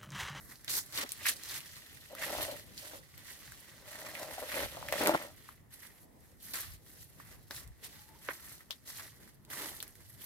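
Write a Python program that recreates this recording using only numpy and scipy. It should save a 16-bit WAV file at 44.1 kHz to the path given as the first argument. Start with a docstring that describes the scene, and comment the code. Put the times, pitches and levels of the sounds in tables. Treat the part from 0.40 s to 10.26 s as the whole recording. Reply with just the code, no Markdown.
"""Feet sweep through dry grass and leaf litter on an orchard path, over faint far foliage and low wind.
From the first steps stalks hiss, leaves crunch and twigs snap, loudest just before 1 s. Around 2 s and
again from 3.5 to 5 s a carried bag crumples, its creases ringing hollow air pockets; a flurry of snaps
tops the second bout. After a lull the steps pick up at 6 s and wind thumps the microphone ports.
A faint far hoot passes near 7.7 s, and the feet rustle on to the end."""
import sys
import numpy as np
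from scipy import signal
from scipy.io import wavfile
from scipy.ndimage import uniform_filter1d

SR = 44100
rng = np.random.default_rng(int(sys.argv[2]) if len(sys.argv) > 2 else 0)


def int16_out(signal):
    """Quantize to a 16-bit WAV file."""
    q = np.round(np.clip(np.atleast_2d(signal).T, -1, 1) * 32767)
    wavfile.write(sys.argv[1], SR, q.astype(np.int16))


N = 434778


def gain_of(db):
    """Decibels to an amplitude factor."""
    return 10 ** (np.asarray(db) / 20)


def unit_rms(x):
    """Scales a signal to rms 1."""
    return x / np.sqrt(np.mean(x ** 2) + 1e-20)


def spectrum_at(points, hz):
    """Reads a spectrum table on a log frequency axis."""
    f, value = np.transpose(points)
    return np.interp(np.log(hz + 1), np.log(f + 1), value)


def automation(rows):
    """One curve per column after the time, one value a sample."""
    seconds, *columns = np.transpose(rows)
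    return [np.interp(np.arange(N) / SR, seconds, column) for column in columns]


def wander(seconds):
    """Smooth random drift of rms 1 on the given time scale."""
    size = max(round(seconds * SR), 1)
    return unit_rms(uniform_filter1d(uniform_filter1d(rng.standard_normal(N), size), size))


def colour(x, points):
    """Minimum-phase EQ, so that clicks keep a sharp front."""
    db = np.maximum(spectrum_at(points, abs(np.fft.fftfreq(4096, 1 / SR))), -60)
    response = np.exp(np.conj(signal.hilbert(np.log(gain_of(db)))))
    taps = np.fft.ifft(response).real[:2048]
    return signal.oaconvolve(x, taps[None], axes=1)[:, :N]


def ring(x, hz, width_hz):
    """A two-pole resonance."""
    r = np.exp(-np.pi * width_hz / SR)
    return signal.lfilter([1 - r, 0, r - 1], [1, -2 * r * np.cos(2 * np.pi * hz / SR), r * r], x)


def drifting_ring(x, hz, width_hz):
    """A resonance whose pitch drifts by 3.5 %: shift down to zero, smooth twice, shift back."""
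    pitch = hz * (1 + 0.035 * wander(0.06))
    carrier = np.exp(2j * np.pi * np.cumsum(pitch) / SR)
    x = x / carrier
    for width in (width_hz, 2 * width_hz):
        x = signal.lfilter([1], [1, -np.exp(-np.pi * width / SR)], x)
    return unit_rms((carrier * x).real)


def envelopes(rows):
    """Power of each event in 1 ms frames: ramps in dB around a hold, steeper past a knee."""
    ramp_db, knee, steepening = 20, 0.6, 0.72
    full_at, rise, hold, fall, db = np.abs(np.transpose(rows)[:5, :, None])
    t = np.arange(0, N / SR + 0.002, 0.001)
    away = np.maximum(full_at - t, 0) / (rise + 1e-4) + np.maximum(t - full_at - hold, 0) / (fall + 1e-4)
    return gain_of(-db - ramp_db * (away + steepening * np.maximum(away - knee, 0))) ** 2


def per_sample(frames):
    """Stretches 1 ms frames to one value a sample."""
    return np.interp(np.arange(N) / SR, np.arange(len(frames)) * 0.001, frames)


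def total_gain(power):
    """Adds the powers of events into one gain curve."""
    return per_sample(np.sqrt(power.sum(0)))


def follow_loudest(power, values):
    """Power-weighted mean of one value per event."""
    return per_sample((power * values).sum(0) / (power.sum(0) + 1e-30))


def crackle(lag_ms, per_s, spread_db, clump_db, clump_s, scatter_ms, wet_db, t60, likeness,
            patches=3, pitched=False):
    """Clumped clicks; each reaches the ports with its own lag, then scatters off a patch of undergrowth."""
    chance, size = rng.random(N), np.minimum(rng.exponential(1, N), 5)
    side, sign = rng.standard_normal(N), rng.choice([-1, 1], N)
    clicks = sign * gain_of(spread_db * size + clump_db * wander(clump_s)) * (chance < per_s / SR)
    lag = (lag_ms + scatter_ms * side) * SR / 1000
    arrival = np.clip(np.arange(N) + 40 + lag, 0, N + 80)  # 40 samples of room for early clicks
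    whole, part = arrival.astype(int), arrival % 1
    patch = rng.integers(0, patches, N)
    t, out = np.arange(3000) / SR, np.zeros((2, N))
    for k, hz in enumerate(np.geomspace(1800, 11900, patches)):
        right = clicks * (patch == k)
        if pitched:  # each tuft stirs on its own
            right = right * gain_of(2.5 * wander(0.013))
        left = np.bincount(whole, right * (1 - part), N + 90)
        left += np.bincount(whole + 1, right * part, N + 90)
        direct = np.array([left[40:N + 40], right])
        if pitched:  # and rings at its own pitch
            direct = direct + gain_of(9) * ring(direct, hz, 0.31 * hz)
        shared, apart = rng.standard_normal((2, len(t))) * gain_of(-60 * t / t60)
        tail = np.array([shared, likeness * shared + np.sqrt(1 - likeness ** 2) * apart])
        tail /= np.linalg.norm(shared)
        out += direct + gain_of(wet_db) * signal.oaconvolve(direct, tail, axes=1)[:, :N]
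    return out


# Stereo image of the noise beds. Each row: frequency in Hz, left-right correlation.
BED_LIKENESS = [(60, 0.049), (300, 0.44), (800, 0.11), (2000, 0.17), (4000, 0.017)]


def noise_bed(points, patchy_db, swell_db):
    """Wide noise of a given spectrum, with drifting patches and slow swells."""
    frames, hz = N // 256 + 5, np.fft.rfftfreq(1024, 1 / SR)
    left_re, left_im, apart_re, apart_im, patches = rng.standard_normal((frames, 513, 5)).T
    patches = unit_rms(uniform_filter1d(uniform_filter1d(patches, 12, axis=0), 14, axis=1))
    likeness = spectrum_at(BED_LIKENESS, hz)[:, None]
    left = left_re + 1j * left_im
    right = likeness * left + np.sqrt(1 - likeness ** 2) * (apart_re + 1j * apart_im)
    spectra = np.array([left, right]) * gain_of(spectrum_at(points, hz)[:, None] + patchy_db * patches)
    bed = signal.istft(spectra, nperseg=1024, noverlap=768)[1][:, :N]
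    return unit_rms(bed * gain_of(swell_db * wander(0.08)))


# Tone of the faint background rustle, with a microphone resonance near 1.9 kHz.
# Each row: frequency in Hz, relative level in dB.
RUSTLE_EQ = [(12, -29), (20, -32), (60, 14), (116, -8), (187, -0.5), (1030, -16), (1500, -21.5),
             (1900, -17), (2350, -25.5), (2750, -28.5), (6540, -29.5), (12100, -27.5), (14700, -30),
             (16000, -29.5)]


def far_foliage():
    """Distant trees rustle as a quiet, gently swelling bed."""
    return gain_of(-63) * noise_bed(RUSTLE_EQ, patchy_db=1.5, swell_db=2.0)


# Contour of the hoot. Each row: time in seconds, pitch in Hz, level in dB.
HOOT = [(7.55, 882, -72), (7.61, 844, -72), (7.666, 850, -75), (7.704, 887, -64), (7.83, 885, -71)]


def far_hoot():
    """A faint narrow tone, made breathy by fast jitter in pitch and level."""
    hz, db = automation(HOOT)
    t = np.arange(N) / SR
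    gate = np.clip(np.minimum(t - HOOT[0][0], HOOT[-1][0] - t) / 0.021, 0, 1)
    level = gain_of(db + 3 * wander(0.0076))
    pitch = hz * (1 + 0.03 * wander(0.006))
    return level * gate * np.sin(2 * np.pi * np.cumsum(pitch) / SR)


# Fader ride of the wind. Each row: time in seconds, level in dB.
WIND_RIDE = [(0.0, -59.5), (0.41, -64.5), (1.64, -62), (2.03, -58.5), (2.36, -64.5), (2.74, -64.5),
             (3.07, -65.5), (4.01, -61.5), (4.61, -56.5), (4.83, -64), (5.82, -67), (7.14, -59.5),
             (7.63, -64.5), (7.93, -61), (8.87, -68.5), (9.4, -57.5), (9.86, -69)]
# Tone of the wind. Each row: frequency in Hz, relative level in dB.
WIND_EQ = [(12, -48), (20, -31), (75, -3.5), (108, -32.5), (144, 0), (182, -42.5), (260, -27.5), (340, -71),
           (570, -120)]


def wind_rumble():
    """Wind on the microphone ports makes an unbroken low rumble."""
    return gain_of(automation(WIND_RIDE)[0]) * noise_bed(WIND_EQ, patchy_db=2.5, swell_db=1.0)


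# Wind hits. Each row: time of full level, rise, hold and fall in seconds, level in dB, pitch in Hz.
BUFFETS = [(0.580, .5, 0.0061, 0.23, -58, 110), (0.820, 0.079, .005, 0.47, -64, 110),
           (1.975, 0.11, .02, 0.075, -45.5, 75), (3.495, 0.089, .005, 0.14, -63.5, 100),
           (4.19, 0.28, 0.027, 0.25, -54.5, 65.3), (4.676, 0.08, 0.022, 0.09, -58, 100),
           (6.27, 0.07, 0.073, 0.066, -41, 67), (6.476, .05, 0.04, 0.06, -56, 47.7),
           (6.95, 0.13, .05, .1, -58, 55), (7.25, 0.23, .06, 0.075, -53, 62),
           (8.6, 0.11, 0.0042, 0.21, -53.5, 112), (9.237, 0.8, .005, 0.14, -62, 131),
           (9.476, 0.12, 0.037, 0.12, -54, 52), (9.637, .06, .03, .06, -53, 55),
           (9.693, 0.06, 0.07, 0.09, -55, 99)]
# Tone of the hits. Each row: frequency in Hz, relative level in dB.
BUFFET_EQ = [(12, -54), (25, -31), (50, 0), (90, -1), (140, -2), (220, -17.5), (340, -30), (570, -100)]


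def wind_buffets():
    """Gusts hit the ports as lumps of low noise, each thumping at its own pitch."""
    power = envelopes(BUFFETS)
    hz = follow_loudest(power, np.transpose(BUFFETS)[5][:, None])
    lumps = noise_bed(BUFFET_EQ, patchy_db=4.0, swell_db=1.0)
    thump = gain_of(-2) * drifting_ring(lumps, hz, width_hz=50)
    return total_gain(power) * (0.33 * lumps + thump)


# Squeezes of the bag. Each row: time of full level, rise, hold and fall in seconds, level in dB,
# offset for the bag's low end in dB.
SQUEEZES = [(0.634, 0.12, .005, 0.03, -49, 7.5), (1.711, 0.02, 0.12, 0.1, -50, -4.5),
            (1.892, 0.079, 0.053, 0.28, -42, -2.5), (1.982, .05, 0.16, 0.029, -42, -12),
            (2.428, 0.017, 0.025, 0.071, -52.5, -17), (2.53, 0.057, 0.014, 0.11, -54.5, -2),
            (3.609, 0.31, 0.22, 0.078, -52.5, -5), (3.795, 0.076, 0.14, 0.093, -49, -10),
            (3.988, 0.037, 0.0022, 0.026, -40.5, -31), (4.02, 0.009, .003, .1, -40.5, -32),
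            (4.094, .02, .005, .04, -54, -15), (4.158, 0.059, 0.082, 0.049, -39.5, -6),
            (4.36, 0.12, 0.24, 0.046, -51, -6), (4.553, .008, 0.026, 0.17, -38, -23),
            (4.606, 0.011, 0.051, 0.067, -38, 6), (4.655, .008, 0.015, .03, -44, -1),
            (4.692, 0.038, 0.011, 0.088, -30, 3.5), (4.747, 0.03, 0.0063, 0.007, -30, -22),
            (4.794, 0.02, 0.059, 0.085, -48, -7), (7.106, 0.002, 0.0016, 0.044, -58, 9),
            (7.889, 0.0058, 0.0018, 0.0076, -40, -5), (8.305, 0.003, 0.0023, 0.017, -55, -25),
            (9.203, 0.17, 0.026, 0.25, -62.5, 14.5)]
# The deep, low and broad top air pockets. Each row: pitch in Hz, width in Hz, relative level in dB.
POCKETS = [(324, 44, -11), (408, 81, -13), (750, 780, -9.5)]
# The main air pocket as the bag changes shape. Each row: time in seconds, pitch in Hz.
HOLLOW_PITCH = [(1.68, 600), (1.86, 590), (1.91, 670), (1.96, 664), (2.04, 557), (2.11, 600), (2.48, 610),
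                (2.55, 553), (3.45, 555), (3.6, 620), (3.8, 650), (3.9, 577), (3.98, 720), (4.026, 540),
                (4.14, 600), (4.22, 524), (4.57, 584), (4.77, 617)]
# The top pocket as the grip tightens and loosens. Each row: time in seconds, gain in dB.
TOP_POCKET_RIDE = [(1.7, -42), (1.95, 3), (2.12, -11), (2.5, 4.5), (3.6, 2), (4.2, -0.5), (4.55, 1),
                   (4.75, 1.5), (7.0, 4.5)]


def bag_crumple(crunch_gain, lag_ms):
    """Sparse creases kick the bag's air pockets, on each squeeze and more softly with every step."""
    creases = crackle(lag_ms, per_s=550, spread_db=2.5, clump_db=0.5, clump_s=0.0092,
                      scatter_ms=0.058, wet_db=-2.5, t60=0.029, likeness=0.82)
    deep, low, top = [gain_of(db) * drifting_ring(creases, hz, width) for hz, width, db in POCKETS]
    thud = ring(ring(creases, hz=245, width_hz=495), hz=245, width_hz=1485)  # the whole bag
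    low_end = deep + low + gain_of(-6.5) * unit_rms(thud)
    hollow = gain_of(-3.5) * drifting_ring(creases, automation(HOLLOW_PITCH)[0], width_hz=140)
    upper = hollow + gain_of(automation(TOP_POCKET_RIDE)[0]) * top
    power, low_db = envelopes(SQUEEZES), np.transpose(SQUEEZES)[5][:, None]
    upper_gain = np.hypot(total_gain(power), gain_of(-17.5) * crunch_gain)
    low_gain = np.hypot(total_gain(power * gain_of(low_db) ** 2), gain_of(-12) * crunch_gain)
    return (upper_gain * upper + low_gain * low_end) * gain_of([[0.8], [-0.8]])  # slightly left


# Twigs and stiff leaves breaking. Each row: start in seconds, peak of the ring in dB, pitch in Hz,
# tick over ring in dB, left over right in dB, delay at the left port in ms.
SNAPS = [(0.1568, -42.5, 4850, 5, -3, 0.036), (0.2463, -49, 1870, 22, -2.5, -0.54),
         (0.28, -26, 3900, -3, 0.0, 0.17), (0.5247, -47.5, 4200, 20, -1.5, 0.14),
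         (0.576, -26.0, 4150.0, 9, 4, -0.15), (0.609, -36.0, 2070.0, -5.0, -2.0, -0.21),
         (0.6923, -40.5, 5800, 15.5, -7, -0.1), (0.72, -23, 9500, 7, 0, -0.13),
         (0.854, -25, 1880, -7.0, -2.0, -0.06), (0.8575, -21.0, 1800.0, -9.0, -2, -0.07),
         (0.8675, -15, 1790.0, 1, -3.5, -0.085), (0.8885, -21, 9800.0, 4.0, 3, -0.03),
         (0.8925, -22.5, 1810, 2.0, -4, -0.09), (0.9667, -38.0, 4630, -2.0, 0.5, -0.036),
         (1.0362, -41, 5050.0, 17, -5, -0.14), (1.0503, -43, 4460, 8.0, -2.0, -0.05),
         (1.0961, -32.5, 4150.0, 4.0, -2.5, 0.0), (1.166, -37, 3860.0, 1.0, -2.5, 0.0),
         (1.2055, -37, 2680.0, 10, 0, 0.094), (1.7512, -39.5, 1350, 14.5, 0, -0.0032),
         (1.7845, -35, 1800.0, -14.0, -2.0, 0.035), (1.825, -26, 1570.0, 5, -4, 0.06),
         (1.9034, -33, 685.0, -9.0, -7, -0.18), (1.9507, -28.5, 666, -6.0, -1, -0.11),
         (2.197, -45, 1910.0, 17, -1, 0.062), (2.374, -49, 1900.0, 13.0, -3.0, 0.087),
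         (2.378, -29, 4530, -7.0, 0.0, 0.21), (2.514, -42, 1500.0, -7.0, 1.0, -0.21),
         (2.779, -46.5, 1960.0, 17, 2, -0.25), (3.121, -38.0, 1670, 8, 1, 0.11),
         (3.7523, -28.5, 2210.0, -2, -4, -0.13), (3.8309, -37, 700, 15.0, 3, -0.043),
         (4.101, -32, 1950, -2, -2.5, 0.072), (4.1427, -28, 2120, 2, -7, -0.11),
         (4.3705, -33.5, 694, -17, 3, -0.22), (4.4274, -32, 890, -14, 4, -0.0057),
         (4.4861, -25.5, 2030, 5, 0, -0.037), (4.525, -21.5, 566, 9, 5, -0.13),
         (4.5247, -24.0, 2000.0, -9.0, -5, -0.072), (4.5391, -25.0, 590, -6, -1.0, -0.019),
         (4.6074, -32, 660.0, 3.0, 0.5, 0.19), (4.6368, -23, 600, 7, 2.0, -0.3),
         (4.6547, -25, 510.0, 6, -2, 0.0059), (4.6604, -14.5, 1920, -5, -3, -0.16),
         (4.6728, -26.5, 1500, 22, 4, -0.11), (4.6794, -27, 1040, -12.0, 1.0, -0.3),
         (4.7471, -22.5, 990, -6, 2.5, -0.11), (4.7543, -26, 574, -13.0, 1.0, -0.013),
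         (5.0897, -37.5, 1170, -18.0, 5, 0.17), (6.1362, -31.5, 4250, 10, -1.0, 0.11),
         (6.142, -30.5, 1800.0, -4, 0, 0.11), (6.1459, -41, 1720, 8.0, -4.0, 0.036),
         (6.1539, -34, 1610, -4.0, 2, 0.1), (6.1567, -28, 7460, 7, 1, 0.02),
         (6.1643, -40, 1500.0, -3, -3.0, -0.043), (6.192, -46, 5000.0, 8.0, 0.5, 0.05),
         (6.201, -42, 1500.0, 5, -2.5, -0.02), (6.8005, -39.5, 1160, 3, 2, 0.16),
         (7.1096, -31.5, 1540, -3, -1, -0.024), (7.1092, -31.5, 4250, 8, 6, -0.05),
         (7.2766, -45.5, 9300, 8, -2.5, 0.15), (7.436, -42, 1880.0, 12, 3, 0.044),
         (7.8878, -21.5, 1300.0, -26, -4.5, 0.061), (8.3071, -39.5, 1000.0, -19, -3, -0.04),
         (8.308, -26, 3550, 2, 8.5, -0.28), (9.0505, -67, 4000.0, 31, 0, 0.12),
         (9.1007, -42.0, 1880.0, 8.0, 0, 0.12), (9.1324, -34.5, 1470, 7, -2.0, 0.0),
         (9.2, -42, 1510.0, 1, -0.5, -0.01), (9.4033, -31, 3600, 7, 3.5, -0.065),
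         (9.4275, -40.5, 1500, 24.5, -2.5, 0.098), (9.4795, -38, 11900, 5, 0, 0.12),
         (9.5549, -52.5, 1800.0, 18, -4, -0.0026)]
# Tone of dry stalks, for snap ticks and footstep hiss. Each row: frequency in Hz, relative level in dB.
STALK_EQ = [(1530, -14.5), (2600, -5), (3070, -4.5), (4100, -1.5), (6140, -4), (6670, -5), (12500, -1),
            (14900, -2), (16000, -10)]


def twig_snaps():
    """A break rings briefly at its own pitch with a bright tick; splinters trail after it."""
    out, t = np.zeros((2, N + 6000)), np.arange(5000) / SR
    grit_s, splinter_t60 = 0.0005, 0.086
    for start, db, hz, tick_db, pan_db, lag_ms in SNAPS:
        grit = rng.standard_normal((3, len(t)))
        crack = (t == 0) + 0.15 * np.exp(-t / grit_s) * grit[0]  # an impulse with a ragged edge
        splinters = gain_of(-60 * t / splinter_t60) * grit[1:]
        splinter_gain = gain_of(-25) * min(hz / 2000, 1)  # lower breaks splinter less
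        tone = ring(ring(crack + splinter_gain * splinters, hz, 0.27 * hz), hz, 1.66 * hz)
        tick = colour(crack + gain_of(-27) * splinters, STALK_EQ)[:, :len(t)]
        snap = tone / abs(tone).max() + gain_of(tick_db) * tick / abs(tick).max()
        snap *= gain_of(db + np.array([[pan_db], [-pan_db]]) / 2)
        left_at, right_at = round((start + lag_ms / 1000) * SR), round(start * SR)
        out[0, left_at:left_at + len(t)] += snap[0]
        out[1, right_at:right_at + len(t)] += snap[1]
    return out[:, :N]


# EQ ride along the path. Each row: time in seconds, then airy treble, middle treble and low crunch in dB.
GROUND_RIDE = [(0.0, 9.5, -8.5, 7), (0.28, -4, -2, -4), (0.4, 0.5, -10, 0), (0.6, -2, 3.5, 6.5),
               (0.87, -1.5, 1.5, -1), (1.15, -1, 0.5, 0.5), (1.9, 1.5, 5, 2), (2.5, -0.5, 2, 1),
               (3.7, -1.5, -0.5, 1), (4.2, 3.5, 6, 4), (4.6, -1, 4.5, 1.5), (4.9, 0.5, 2.5, 0),
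               (5.3, 7, 3, 3.5), (6.05, 3.5, -3, -6), (6.2, 2.5, -0.5, 4.5), (6.699, 4, -0.5, -2),
               (7.18, 1, -3, 5.5), (7.47, 0.5, 2, 1), (8.05, 4, -2, 2.5), (8.55, 0, -2, 1),
               (9.2, 3, 0, 6.5), (9.6, 1, -4.5, 0), (9.86, 8.5, 2.5, 2)]
# Those three bands. Each row: centre in Hz, width in Hz.
GROUND_BANDS = [(12300, 5000), (2700, 2200), (1050, 600)]


def ground_cover(x):
    """Lifts or lowers three broad bands along the path: the airy treble and the low crunch change with the
    litter underfoot, and the middle treble dips and swells."""
    for db, (hz, width) in zip(automation(GROUND_RIDE), GROUND_BANDS):
        x = x + (gain_of(db) - 1) * ring(x, hz, width)
    return x


# Sweeps of a foot. Each row: time of full level, rise, hold and fall in seconds, hiss level in dB,
# crunch over hiss in dB, delay at the left port in ms.
SWEEPS = [(0.104, 0.084, 0.007, 0.1, -55, -4, 0.0082), (0.278, .002, 0.012, .02, -44.5, -1, .13),
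          (0.296, 0.011, 0.081, 0.069, -31, -14.5, 0.13), (0.528, 0.0036, .01, .03, -54.5, -16, -0.073),
          (0.553, 0.0304, 0.01, 0.043, -37, -9, -0.15), (0.577, 0.0035, 0.013, 0.051, -36, -3, -0.23),
          (0.613, 0.0094, 0.023, 0.012, -36, -7.5, -0.2), (0.731, 0.0056, 0.0018, 0.028, -59, -5, -0.23),
          (0.842, 0.09, 0.048, 0.068, -47.5, -3.5, -0.0034), (0.881, 0.052, .005, 0.062, -27.5, -15, -0.04),
          (1.113, 0.14, 0.059, 0.053, -40.5, -10.5, 0.029), (1.825, 0.08, 0.026, 0.23, -43, -2.5, -0.0046),
          (2.014, 0.31, 0.011, 0.26, -41.5, -8, -0.15), (2.19, .04, 0.0063, 0.02, -56.5, -16, -0.28),
          (2.389, 0.085, 0.1, 0.052, -50, -9.5, 0.21), (2.551, 0.15, .005, 0.076, -50, -9.5, 0.26),
          (2.776, 0.018, 0.009, 0.082, -60.5, 1, 0.079), (2.905, 0.15, 0.0055, 0.11, -49, -5.5, 0.07),
          (3.293, 0.099, .005, 0.35, -58.5, -3, 0.0015), (3.479, 0.05, 0.1, 0.32, -51.5, -5.5, -0.12),
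          (3.84, 0.57, 0.0035, 0.039, -48.5, -2, -0.046), (4.096, 0.017, 0.0059, 0.063, -47, -1, -0.19),
          (4.151, 0.063, 0.1, 0.024, -43.5, -3.5, -0.11), (4.528, 0.0057, 0.0065, 0.011, -51.5, 10, 0.0081),
          (4.601, 0.14, 0.01, 0.17, -37.5, -5.5, -0.1), (4.694, 0.071, 0.045, 0.059, -43.5, -3, -0.19),
          (4.815, 0.22, 0.0061, 0.091, -48, -1.5, -0.16), (4.98, 0.096, 0.097, 0.089, -62, -6, 0.048),
          (5.082, 0.013, 0.0039, 0.17, -61, -1, -0.041), (5.336, 0.044, 0.004, 0.11, -58.5, -3, 0.12),
          (5.438, 0.11, 0.016, 0.086, -57.5, 1, 0.084), (5.506, .03, 0.14, 0.027, -67, -3, -0.011),
          (5.81, 0.054, 0.11, 0.12, -68.5, -3, 0.02), (6.049, 0.077, 0.15, .1, -51.5, -7.5, 0.059),
          (6.139, 0.003, 0.032, 0.16, -40.5, -7, -0.044), (6.288, 0.11, 0.066, 0.057, -57, -6.5, -0.31),
          (6.464, 0.1, 0.142, 0.092, -61.5, -9, -0.064), (6.612, 0.025, 0.0057, 0.074, -53, -14, -0.11),
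          (6.801, 0.049, .005, 0.16, -58.5, 0, -0.074), (6.914, 0.076, 0.0066, 0.068, -55.5, -3, -0.062),
          (7.110, 0.0015, 0.032, 0.19, -53, -2, -0.05), (7.179, 0.1, .005, 0.079, -44, -13, -0.046),
          (7.444, 0.038, 0.023, 0.046, -46.5, -10, -0.015), (7.487, .02, 0.097, 0.34, -57, -9, 0.061),
          (7.897, 0.034, 0.011, 0.04, -52.5, 12.5, 0.061), (7.848, 0.088, 0.29, 0.16, -54.5, -3.5, -0.12),
          (8.307, 0.0015, 0.004, 0.08, -52, -6, -0.2), (8.477, .032, 0.03, 0.13, -46.5, -9, -0.094),
          (8.569, 0.056, 0.077, 0.11, -48, -4.5, 0.028), (8.883, 0.99, .005, 0.089, -61, -5, 0.074),
          (9.102, 0.0036, .01, 0.055, -50.5, -3, 0.24), (9.134, 0.05, 0.11, 0.28, -44.5, -7.5, 0.098),
          (9.426, 0.015, 0.0044, 0.12, -58.5, 4.5, -0.23), (9.812, 0.04, 0.027, 0.077, -57, -3.5, 0.046)]
# Litter that keeps stirring between sweeps. Each row: time in seconds, level in dB.
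STIR_RIDE = [(0.0, -63.5), (0.26, -60.5), (0.45, -54.5), (0.75, -52.5), (1.38, -53.5), (1.5, -57.5),
             (2.3, -61.5), (2.68, -63.5), (3.06, -54), (3.4, -61), (3.95, -49), (4.3, -52), (4.45, -54.5),
             (4.9, -59.5), (5.15, -104), (6.4, -79), (6.7, -65), (7.35, -70), (7.8, -70), (9.3, -77),
             (9.6, -60.5), (9.86, -64)]


def foot_motion():
    """Sweeping feet and stirring litter set the hiss gain, the crunch gain and the left port's lag."""
    power = envelopes(SWEEPS)
    crunch_db, lag_ms = np.transpose(SWEEPS)[5:, :, None]
    stir = gain_of(automation(STIR_RIDE)[0])
    hiss_gain = np.hypot(total_gain(power), stir)
    crunch_gain = np.hypot(total_gain(power * gain_of(crunch_db) ** 2), stir * gain_of(-6.5))
    return hiss_gain, crunch_gain, follow_loudest(power, lag_ms)


# Tone of the leaf crunch through the microphone's 2 kHz resonance.
# Each row: frequency in Hz, relative level in dB.
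CRUNCH_EQ = [(530, -20.5), (900, -9.5), (1450, -4), (1750, -0.5), (2010, 2), (2410, -3), (2800, -10),
             (3640, -19), (6160, -120)]


def footsteps(hiss_gain, crunch_gain, lag_ms):
    """Fine clicks of stalks make the hiss; fewer, larger breaks add leaf crunch and some treble."""
    fine = unit_rms(crackle(lag_ms, per_s=5000, spread_db=3.5, clump_db=1.5, clump_s=0.0029,
                            scatter_ms=0.035, wet_db=3.5, t60=0.054, likeness=0.19,
                            patches=8, pitched=True))
    coarse = unit_rms(crackle(lag_ms, per_s=1200, spread_db=3.0, clump_db=2.5, clump_s=0.012,
                              scatter_ms=0.11, wet_db=1.0, t60=0.066, likeness=0.66))
    hiss = unit_rms(colour(fine + 0.52 * coarse, STALK_EQ))
    crunch = unit_rms(colour(coarse, CRUNCH_EQ)) * gain_of([[-0.8], [0.8]])  # slightly right
    pan = gain_of(-4.5 * np.array([lag_ms, -lag_ms]) / 2)  # louder at the port it reaches first
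    return pan * ground_cover(hiss_gain * hiss + crunch_gain * crunch)


def scene():
    """Feet, bag and snaps over wind, a hoot and the far rustle of the trees."""
    hiss_gain, crunch_gain, lag_ms = foot_motion()
    background = wind_rumble() + wind_buffets() + far_foliage()
    walker = footsteps(hiss_gain, crunch_gain, lag_ms) + bag_crumple(crunch_gain, lag_ms) + twig_snaps()
    return background + far_hoot() + walker


def record(dry):
    """A 40 Hz low cut and a steep band limit at 15.9 kHz."""
    low_cut = signal.butter(4, 40, "high", fs=SR, output="sos")
    band_limit = signal.firwin(511, 15900, window=("kaiser", 9), fs=SR)
    return signal.oaconvolve(signal.sosfilt(low_cut, dry), band_limit[None], "same")


dry = scene()
out = record(dry)
int16_out(out)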